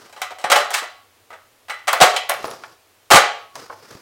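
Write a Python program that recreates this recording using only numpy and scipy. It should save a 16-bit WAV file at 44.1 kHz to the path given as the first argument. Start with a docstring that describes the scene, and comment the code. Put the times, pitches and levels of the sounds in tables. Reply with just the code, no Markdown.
"""Buttons dropped into a metal tin

Threaded stacks of plastic buttons drop into a round metal tin that a hand holds tilted on a table.
Each contact ticks, clacks and excites the modes of the thin base and wall; heavy landings overload the
close microphone. Between drops the hand rubs over the table (coloured noise) and picks up the next stack,
which knocks on the table top (decaying noise bands), in a small quiet room."""
import sys
import numpy as np
from scipy import signal
from scipy.fft import rfft, irfft
from scipy.io import wavfile
from scipy.ndimage import map_coordinates

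SR = 44100
rng = np.random.default_rng(int(sys.argv[2]) if len(sys.argv) > 2 else 0)


def log_audio(samples):
    """Write samples as a 16-bit WAV file to the path given in sys.argv[1]."""
    # one column per channel
    frames = np.atleast_2d(samples).T
    # limit to full scale, then quantise
    limited = np.clip(frames, -1, 1)
    pcm = np.round(limited * 32767).astype(np.int16)
    wavfile.write(sys.argv[1], SR, pcm)


N = 177105

# still air with a faint building rumble: (frequency [Hz], relative density [dB])
AIR_SPECTRUM = [(30, -7.5), (65, -9.5), (97, 8.5), (140, -10.5), (300, -1.5), (500, 1), (800, -1),
                (1400, -3.5), (3000, -5.5), (6000, -10), (16000, -13.5)]
AIR_DB = -57
# skin and sleeve on the table: (frequency [Hz], relative density [dB])
RUB_SPECTRUM = [(40, -40), (75, -26.5), (115, -1.5), (190, -6.5), (450, 2), (750, -6), (1250, 0),
                (2200, -10.5), (3700, -14), (4900, -7), (7500, -17), (16000, -27)]
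# hand sweeping over the table to a stack:
# (time of firmest contact [s], pressing time [s], sliding time [s], level [dB])
HAND_SWEEPS = [(0, .02, 0.16, -47.5), (2.481, 0.2, 0.24, -39), (3.59, 0.056, 0.058, -41),
               (3.72, 0.044, 0.11, -48), (3.92, 0.12, 0.071, -45.5)]
SLOWING_DB_PER_S, LIFT_S = 64.5, .05  # the rub fades as the hand slows, and stops as it lifts

# buttons jostling lightly as the tin is tilted or the hand reaches in:
# (start [s], length [s], level [dB], extra treble [dB])
TIN_JOSTLES = [(0, .16, -48.5, 0.5), (0.158, .06, -41, -5), (0.381, .06, -38, -1.5), (1.3, .05, -38.5, -12),
               (1.943, 0.059, -31, -9.5)]
JOSTLE_BASS_DB, JOSTLE_TICK_DB = 0.5, -20
JOSTLE_LOW_HZ, JOSTLE_HIGH_HZ = 695, 1700  # range of the modes that a light contact may favour
# a single button tapping the tin:
# (time [s], level [dB], extra bass [dB], extra treble [dB], contact tick [dB], favoured frequency [Hz])
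BUTTON_TAPS = [ (0.217, -17.5, -9, -4, -6.5, 745), (0.3065, -30.5, 2, -8.5, -22, 730),
               (0.441, -16, 5, -9.5, -27, 680), (0.7055, -25, 4, -0.5, -4.5, 774),
               (0.822, -30, 8.5, -23, -17, 1523), (1.930, -13.5, -1, -5, 0.5, 1372),
               (2.139, -28, 13.5, -2.5, -13, 1852), (2.163, -8, -36, -10, -30, 3240)]
# a threaded stack landing or toppling in the tin:
# (time [s], level [dB], lead of the edge's touch [s], time its other buttons take to come down [s],
# their extra level [dB], weight as extra bass [dB], hardness as extra treble [dB], contact tick [dB],
# frequency favoured by the struck spot [Hz])
STACK_LANDINGS = [ (0.5175, -5.5, 0.017, .012, -17, 0.5, -0.5, -11.5, 534),
                  (0.5585, -12, 0.0031, .025, -12, 1.5, -3, -11, 590),
                  (0.7405, -12, 0.0064, .036, -11.5, -14, -1, -7, 1510),
                  (1.6966, -23.5, 0.013, .008, -6.5, -10.5, -7.5, -18, 2054),
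                  (1.878, -15, 0.0054, .005, -2, -7.5, -5.5, -10, 1156),
                  (2.011, -5, .008, .014, -3.5, 1, -1.5, -18.5, 763),
                  (2.295, -15, .004, .011, -6.5, -1.5, -10, 6.5, 880),
                  (3.111, -5, 0.0075, .048, 2.5, 3.5, -0.5, -4, 787)]
EDGE_DB = -8  # a stack comes down aslant, so the first touch of its edge is light
CUSHION_DB = -11  # only the main contact ticks fully; the thread and the neighbours soften the others
BOUNCE_S, BOUNCE_DB, BOUNCE_SHRINK = .044, -11, 0.99  # first hop, loss per hop, hop length ratio

# strongest modes of the tin, damped by the hand and the buttons in it:
# (frequency [Hz], relative level [dB], t60 [s])
STRONG_TIN_MODES = [ (535.8, -8.5, 0.18), (591, -3, 0.16), (719.2, 2.5, 0.15), (743.7, 3.5, 0.19),
                    (800, -12, 0.32), (835, -1, 0.28), (938, -12.5, 0.24), (987, -14, 0.27),
                    (1119, -8, 0.69), (1181, 0.5, 0.27), (1217, -2.5, 0.21), (1280, -3.5, 0.44),
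                    (1271, -10.5, 0.22), (1377, -11, 0.5), (1501, -3.5, 0.15), (1610, -7.5, 0.19),
                    (1860, -7, 0.36), (1990, -7, 0.35), (2120, -16.5, .27), (1983, 0, 0.27),
                    (2043, -7.5, 0.42), (2250, -9, 0.21), (2220, -5.5, 0.19), (2534, -9.5, 0.29),
                    (2630, -10.5, 0.35), (2750, -16.5, .3), (3013, -14.5, 0.25), (3165, -4.5, 0.19),
                    (3230, -11, 0.25), (4010, -6, 0.31)]
# the crowd of weaker modes in the sheet metal: (frequency [Hz], relative density [dB], t60 [s])
SHEET_METAL = [ (150, -27.5, .25), (302.5, -38, .3), (415, -3, 0.4), (600, 1, 0.2), (1007, -4.5, 0.26),
               (1370, 2.5, .42), (2220, -0.5, 0.4), (3010, -7, 0.47), (5100, -10, 0.19), (8670, 1, 0.11),
               (9600, -21.5, 0.14), (16000, -41.5, 0.16)]
# first, quickly spent clack on the metal: (frequency [Hz], relative density [dB], t60 [s])
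METAL_CLACK = [(150, -35, 0.033), (297, -25, 0.26), (529, 0, 0.15), (1260, 1.5, 0.1), (2200, -3, 0.081),
               (4150, -6.5, 0.084), (8226, -11, 0.066), (10400, -17, 0.095), (16000, -22.5, .06)]
# hard plastic on metal: (frequency [Hz], relative density [dB], t60 [s])
PLASTIC_TICK = [(300, -25.5, .01), (2000, -7.5, 0.0085), (6000, -0.5, .012), (11700, 1, 0.018),
                (16000, 0.5, 0.0063)]

# low thumps: the overloaded microphone's distortion at the heaviest landings,
# and softer bumps of tin and hand: (time [s], level [dB])
THUMP_TIMES = [(0.441, -41), (0.516, -44.5), (2.018, -21.5), (3.14, -11), (3.911, -42), (3.952, -38)]
# spectrum and decay of a thump: (frequency [Hz], relative density [dB], t60 [s])
THUMP_BANDS = [(30, -22.5, .08), (70, -10.5, .1), (145, 5.5, 0.061), (300, -3.5, 0.058), (901, -31.5, .04),
               (4000, -74, .02)]
# buttons knocking on the table as they are picked up:
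# (time [s], level [dB], extra bass [dB], extra treble [dB], delay until it rocks back [s])
BUTTON_KNOCKS = [ (2.429, -35.5, -2, 15.5, .008), (2.443, -22.5, 5.5, 5.5, .038),
                 (2.512, -28.5, 2, 12.5, .012), (2.637, -23, -18.5, -1.5, .008),
                 (3.555, -28, -3, 14.5, .008), (3.6987, -19.5, -11, -34, .028),
                 (3.9103, -34, -10, 11, .039)]
ROCK_DB = -7  # a knocked button rocks back once, more softly
# the table top under a button: (frequency [Hz], relative density [dB], t60 [s])
TABLE_TOP = [(60, -45, .12), (154, -29, 0.2), (480, 2.5, 0.2), (1130, 9, 0.05), (2480, -8, 0.04),
             (6050, -16.5, 0.027), (10700, -29, 0.03), (16000, -46, .02)]
# small metal links of a bracelet: (time [s], frequency [Hz], level [dB], t60 [s])
BRACELET_CHINKS = [(2.448, 14300, -43, .1), (2.472, 10600, -34, 0.03), (2.505, 11060, -34, 0.032)]

# room echo: (frequency [Hz], relative density [dB], t60 [s])
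ROOM_ECHO = [(100, -5.5, 0.17), (634, -1.5, 0.48), (1990, -1, 0.38), (4970, 1, 0.42), (9000, -0.5, 0.27),
             (15800, 3.5, 0.18)]
RING = int(.8 * SR)  # longest ring [samples]
AGE = np.arange(RING) / SR  # time since a strike [s]
TOP_HZ = 16150  # upper limit of the recorded band


def undb(db):
    """Logarithmic level: decibels become an amplitude ratio."""
    return 10 ** (np.asarray(db) / 20)


def along(hz, points_hz, values):
    """Logarithmic frequency scale: interpolate a curve along it."""
    return np.interp(np.log(np.maximum(hz, 1)), np.log(points_hz), values)


def noise(spectrum, size):
    """Spectral shaping: white noise is filtered to the given colour and scaled to unit rms."""
    points_hz, db = np.transpose(spectrum)[:2]
    gain = undb(along(np.fft.rfftfreq(size, 1 / SR), points_hz, db))
    x = irfft(rfft(rng.standard_normal(size)) * gain, size)
    return x / x.std()


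def decay(t60, size=RING):
    """Exponential damping: the amplitude falls by 60 dB in t60 seconds."""
    return np.exp(-np.log(1000) * AGE[:size] / t60)


def ring_bands(body, size):
    """High modal density: modes struck at once act as noise bands, one per row, each with its own decay."""
    points_hz, _, t60 = np.transpose(body)
    bins_hz = np.fft.rfftfreq(size, 1 / SR)
    # overlapping triangular weights share the spectrum among the bands
    weights = np.array([along(bins_hz, points_hz, row) for row in np.eye(len(points_hz))])
    bands = irfft(rfft(noise(body, size)) * weights, size)
    return bands * decay(t60[:, None], size)


def dense_ring(body, size=6144):
    """Superposition: one blow sums all bands of a body with too many modes to tell apart."""
    return ring_bands(body, size).sum(axis=0)


def shelf(x, corner_hz, db, is_bass):
    """Second-order shelving: a causal filter changes the level on one side of a corner frequency."""
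    w = np.tan(np.pi * corner_hz / SR) * 2 * SR  # corner warped for the bilinear transform
    g = undb(db / 4)
    w_zero, w_pole = (w * g, w / g) if is_bass else (w / g, w * g)
    zeros = [1, np.sqrt(2) * w_zero, w_zero ** 2]
    poles = [1, np.sqrt(2) * w_pole, w_pole ** 2]
    b, a = signal.bilinear(zeros, poles, SR)
    x = signal.lfilter(b, a, x)
    return x if is_bass else x * undb(db)


def contact(x, bass_db, treble_db):
    """Contact force spectrum: heavy blows push more bass into a body, hard ones more treble."""
    x = shelf(x, 850, bass_db, is_bass=True)
    return shelf(x, 3600, treble_db, is_bass=False)


def add(track, s, x):
    """Superposition: mix a sound into the track at time s in seconds."""
    start = max(int(s * SR), 0)
    track[start:start + len(x)] += x[:N - start]


def still_air():
    """Stationary noise: still air and a faint building rumble keep a constant level."""
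    return undb(AIR_DB) * noise(AIR_SPECTRUM, N)


def hand(grip_db=3.5, grips_per_s=110):
    """Stick-slip friction: skin catches and slips, so the hiss is uneven as the hand presses, slows and lifts."""
    t = np.arange(N) / SR
    grip = np.interp(t * grips_per_s, np.arange(N), rng.standard_normal(N))
    rub = np.zeros(N)
    for s, press_s, slide_s, level_db in HAND_SWEEPS:
        pressure = np.interp(t - s, [-press_s, 0, slide_s, slide_s + LIFT_S], [0, 1, 1, 0])
        slowing_db = SLOWING_DB_PER_S * np.maximum(t - s, 0)
        rub += pressure * undb(level_db - slowing_db)
    return noise(RUB_SPECTRUM, N) * rub * undb(grip_db * grip)


def jostles(scatter_db=4.0, count=4):
    """Random impacts: a few light contacts differ in strength, spacing and favoured modes."""
    contacts = []
    for s, length_s, level_db, treble_db in TIN_JOSTLES:
        slip, size = rng.random(count), rng.standard_normal(count)
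        spot_hz = JOSTLE_LOW_HZ * (JOSTLE_HIGH_HZ / JOSTLE_LOW_HZ) ** rng.random(count)
        for k in range(count):
            contact_s = s + length_s * (k + slip[k] / 2) / count
            contact_db = level_db + scatter_db * size[k]
            contacts.append((contact_s, contact_db, JOSTLE_BASS_DB, treble_db, JOSTLE_TICK_DB, spot_hz[k]))
    return contacts


def rattle(x, spread_s=.012, rebound_db=-9, count=4):
    """Repeated impact: after the first button, its neighbours follow within about 12 milliseconds."""
    out = x.copy()
    for delay, size in zip(rng.random(count), rng.standard_normal(count)):
        lag = int(delay * spread_s * SR) + 1
        out[lag:] += undb(rebound_db) * size * x[:-lag]
    return out


def tin(modes_db=-15, sheet_db=-9, clack_db=-1, spot_db=2, favour_db=10, spot_width=0.051, detune=0.0033):
    """Modal excitation: strikes clack and tick, and ring the same modes in shares set by the struck spot."""
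    hz, db, t60 = np.transpose(STRONG_TIN_MODES)
    modes = np.sin(2 * np.pi * hz[:, None] * AGE) * decay(t60[:, None])
    sheet = ring_bands(SHEET_METAL, RING)
    ringing = np.vstack([undb(modes_db + db)[:, None] * modes, undb(sheet_db) * sheet])
    out = np.zeros(N)
    for s, level_db, bass_db, treble_db, tick_db, spot_hz in BUTTON_TAPS + landings() + jostles():
        size, side = rng.standard_normal((2, len(ringing)))
        shares = np.sign(side) * undb(spot_db * size)
        nearness = np.exp(-(np.log(hz / spot_hz) / spot_width) ** 2)
        shares[:len(hz)] *= undb(favour_db * nearness)
        # buttons shifting on the sheet retune it a little from strike to strike
        pace = 1 + detune * rng.standard_normal()
        metal = map_coordinates(shares @ ringing, [np.arange(RING) * pace], order=3)
        clack = rattle(dense_ring(METAL_CLACK))
        metal[:len(clack)] += undb(clack_db) * clack
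        add(out, s, undb(level_db) * contact(metal, bass_db, treble_db))
        add(out, s, undb(level_db + tick_db) * dense_ring(PLASTIC_TICK, size=2048))
    # so small a sheet radiates almost no bass
    return signal.sosfilt(signal.butter(4, 265, "high", fs=SR, output="sos"), out)


def thumps():
    """Damped low-frequency noise: stands for overload distortion and for softer bumps of tin and hand."""
    out = np.zeros(N)
    for s, level_db in THUMP_TIMES:
        add(out, s, undb(level_db) * dense_ring(THUMP_BANDS))
    return out


def landings(scatter_db=2.5, count=4):
    """Successive impact: a stack's edge touches, it lands, its other buttons follow, and it hops twice."""
    contacts = []
    for s, level_db, edge_s, spill_s, follow_db, bass_db, treble_db, tick_db, spot_hz in STACK_LANDINGS:
        softened = bass_db, treble_db, tick_db + CUSHION_DB, spot_hz
        slip, size = rng.random(count), rng.standard_normal(count)
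        contacts.append((s - edge_s, level_db + EDGE_DB, *softened))
        contacts.append((s, level_db, bass_db, treble_db, tick_db, spot_hz))
        for k in range(count):
            button_s = s + spill_s * (k + 1 - slip[k] / 2) / count
            button_db = level_db + follow_db + scatter_db * size[k]
            contacts.append((button_s, button_db, *softened))
        hop_s = s
        for k in range(2):
            hop_s += BOUNCE_S * BOUNCE_SHRINK ** k
            contacts.append((hop_s, level_db + BOUNCE_DB * (k + 1), *softened))
    return contacts


def knocks():
    """Strong damping: plastic on the table top gives short dead knocks, each repeated as the button rocks."""
    out = np.zeros(N)
    for s, level_db, bass_db, treble_db, rock_s in BUTTON_KNOCKS:
        for lag_s, change_db in (0, 0), (rock_s, ROCK_DB):
            knock = contact(dense_ring(TABLE_TOP), bass_db, treble_db)
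            add(out, s + lag_s, undb(level_db + change_db) * knock)
    return out


def bracelet():
    """Free vibration: each tiny link pings as a damped sine when the wrist comes down."""
    out = np.zeros(N)
    for s, hz, db, t60 in BRACELET_CHINKS:
        add(out, s, undb(db) * np.sin(2 * np.pi * hz * AGE) * decay(t60))
    return out


def room(x, wet_db=-9, first_echo_s=0.0037):
    """Reverberation: convolution with a decaying noise tail adds the soft return from the walls."""
    onset = np.clip(AGE / first_echo_s - 1, 0, 1)  # silent until the first echo, then fading in
    tail = dense_ring(ROOM_ECHO, size=RING) * onset
    return x + undb(wet_db) * signal.fftconvolve(x, tail / np.linalg.norm(tail))[:N]


def scene():
    """Linear superposition: hand, tin, thumps, knocks and bracelet sound in the room, over still air."""
    sources = hand() + tin() + thumps() + knocks() + bracelet()
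    return (room(sources) + still_air())[None]


def record(dry):
    """Overload and band limiting: peaks beyond full scale clip flat, then the top of the band is cut."""
    clipped = np.clip(dry, -1, 1)
    return signal.sosfilt(signal.ellip(10, .1, 60, TOP_HZ, fs=SR, output="sos"), clipped)


dry = scene()
out = record(dry)
log_audio(out)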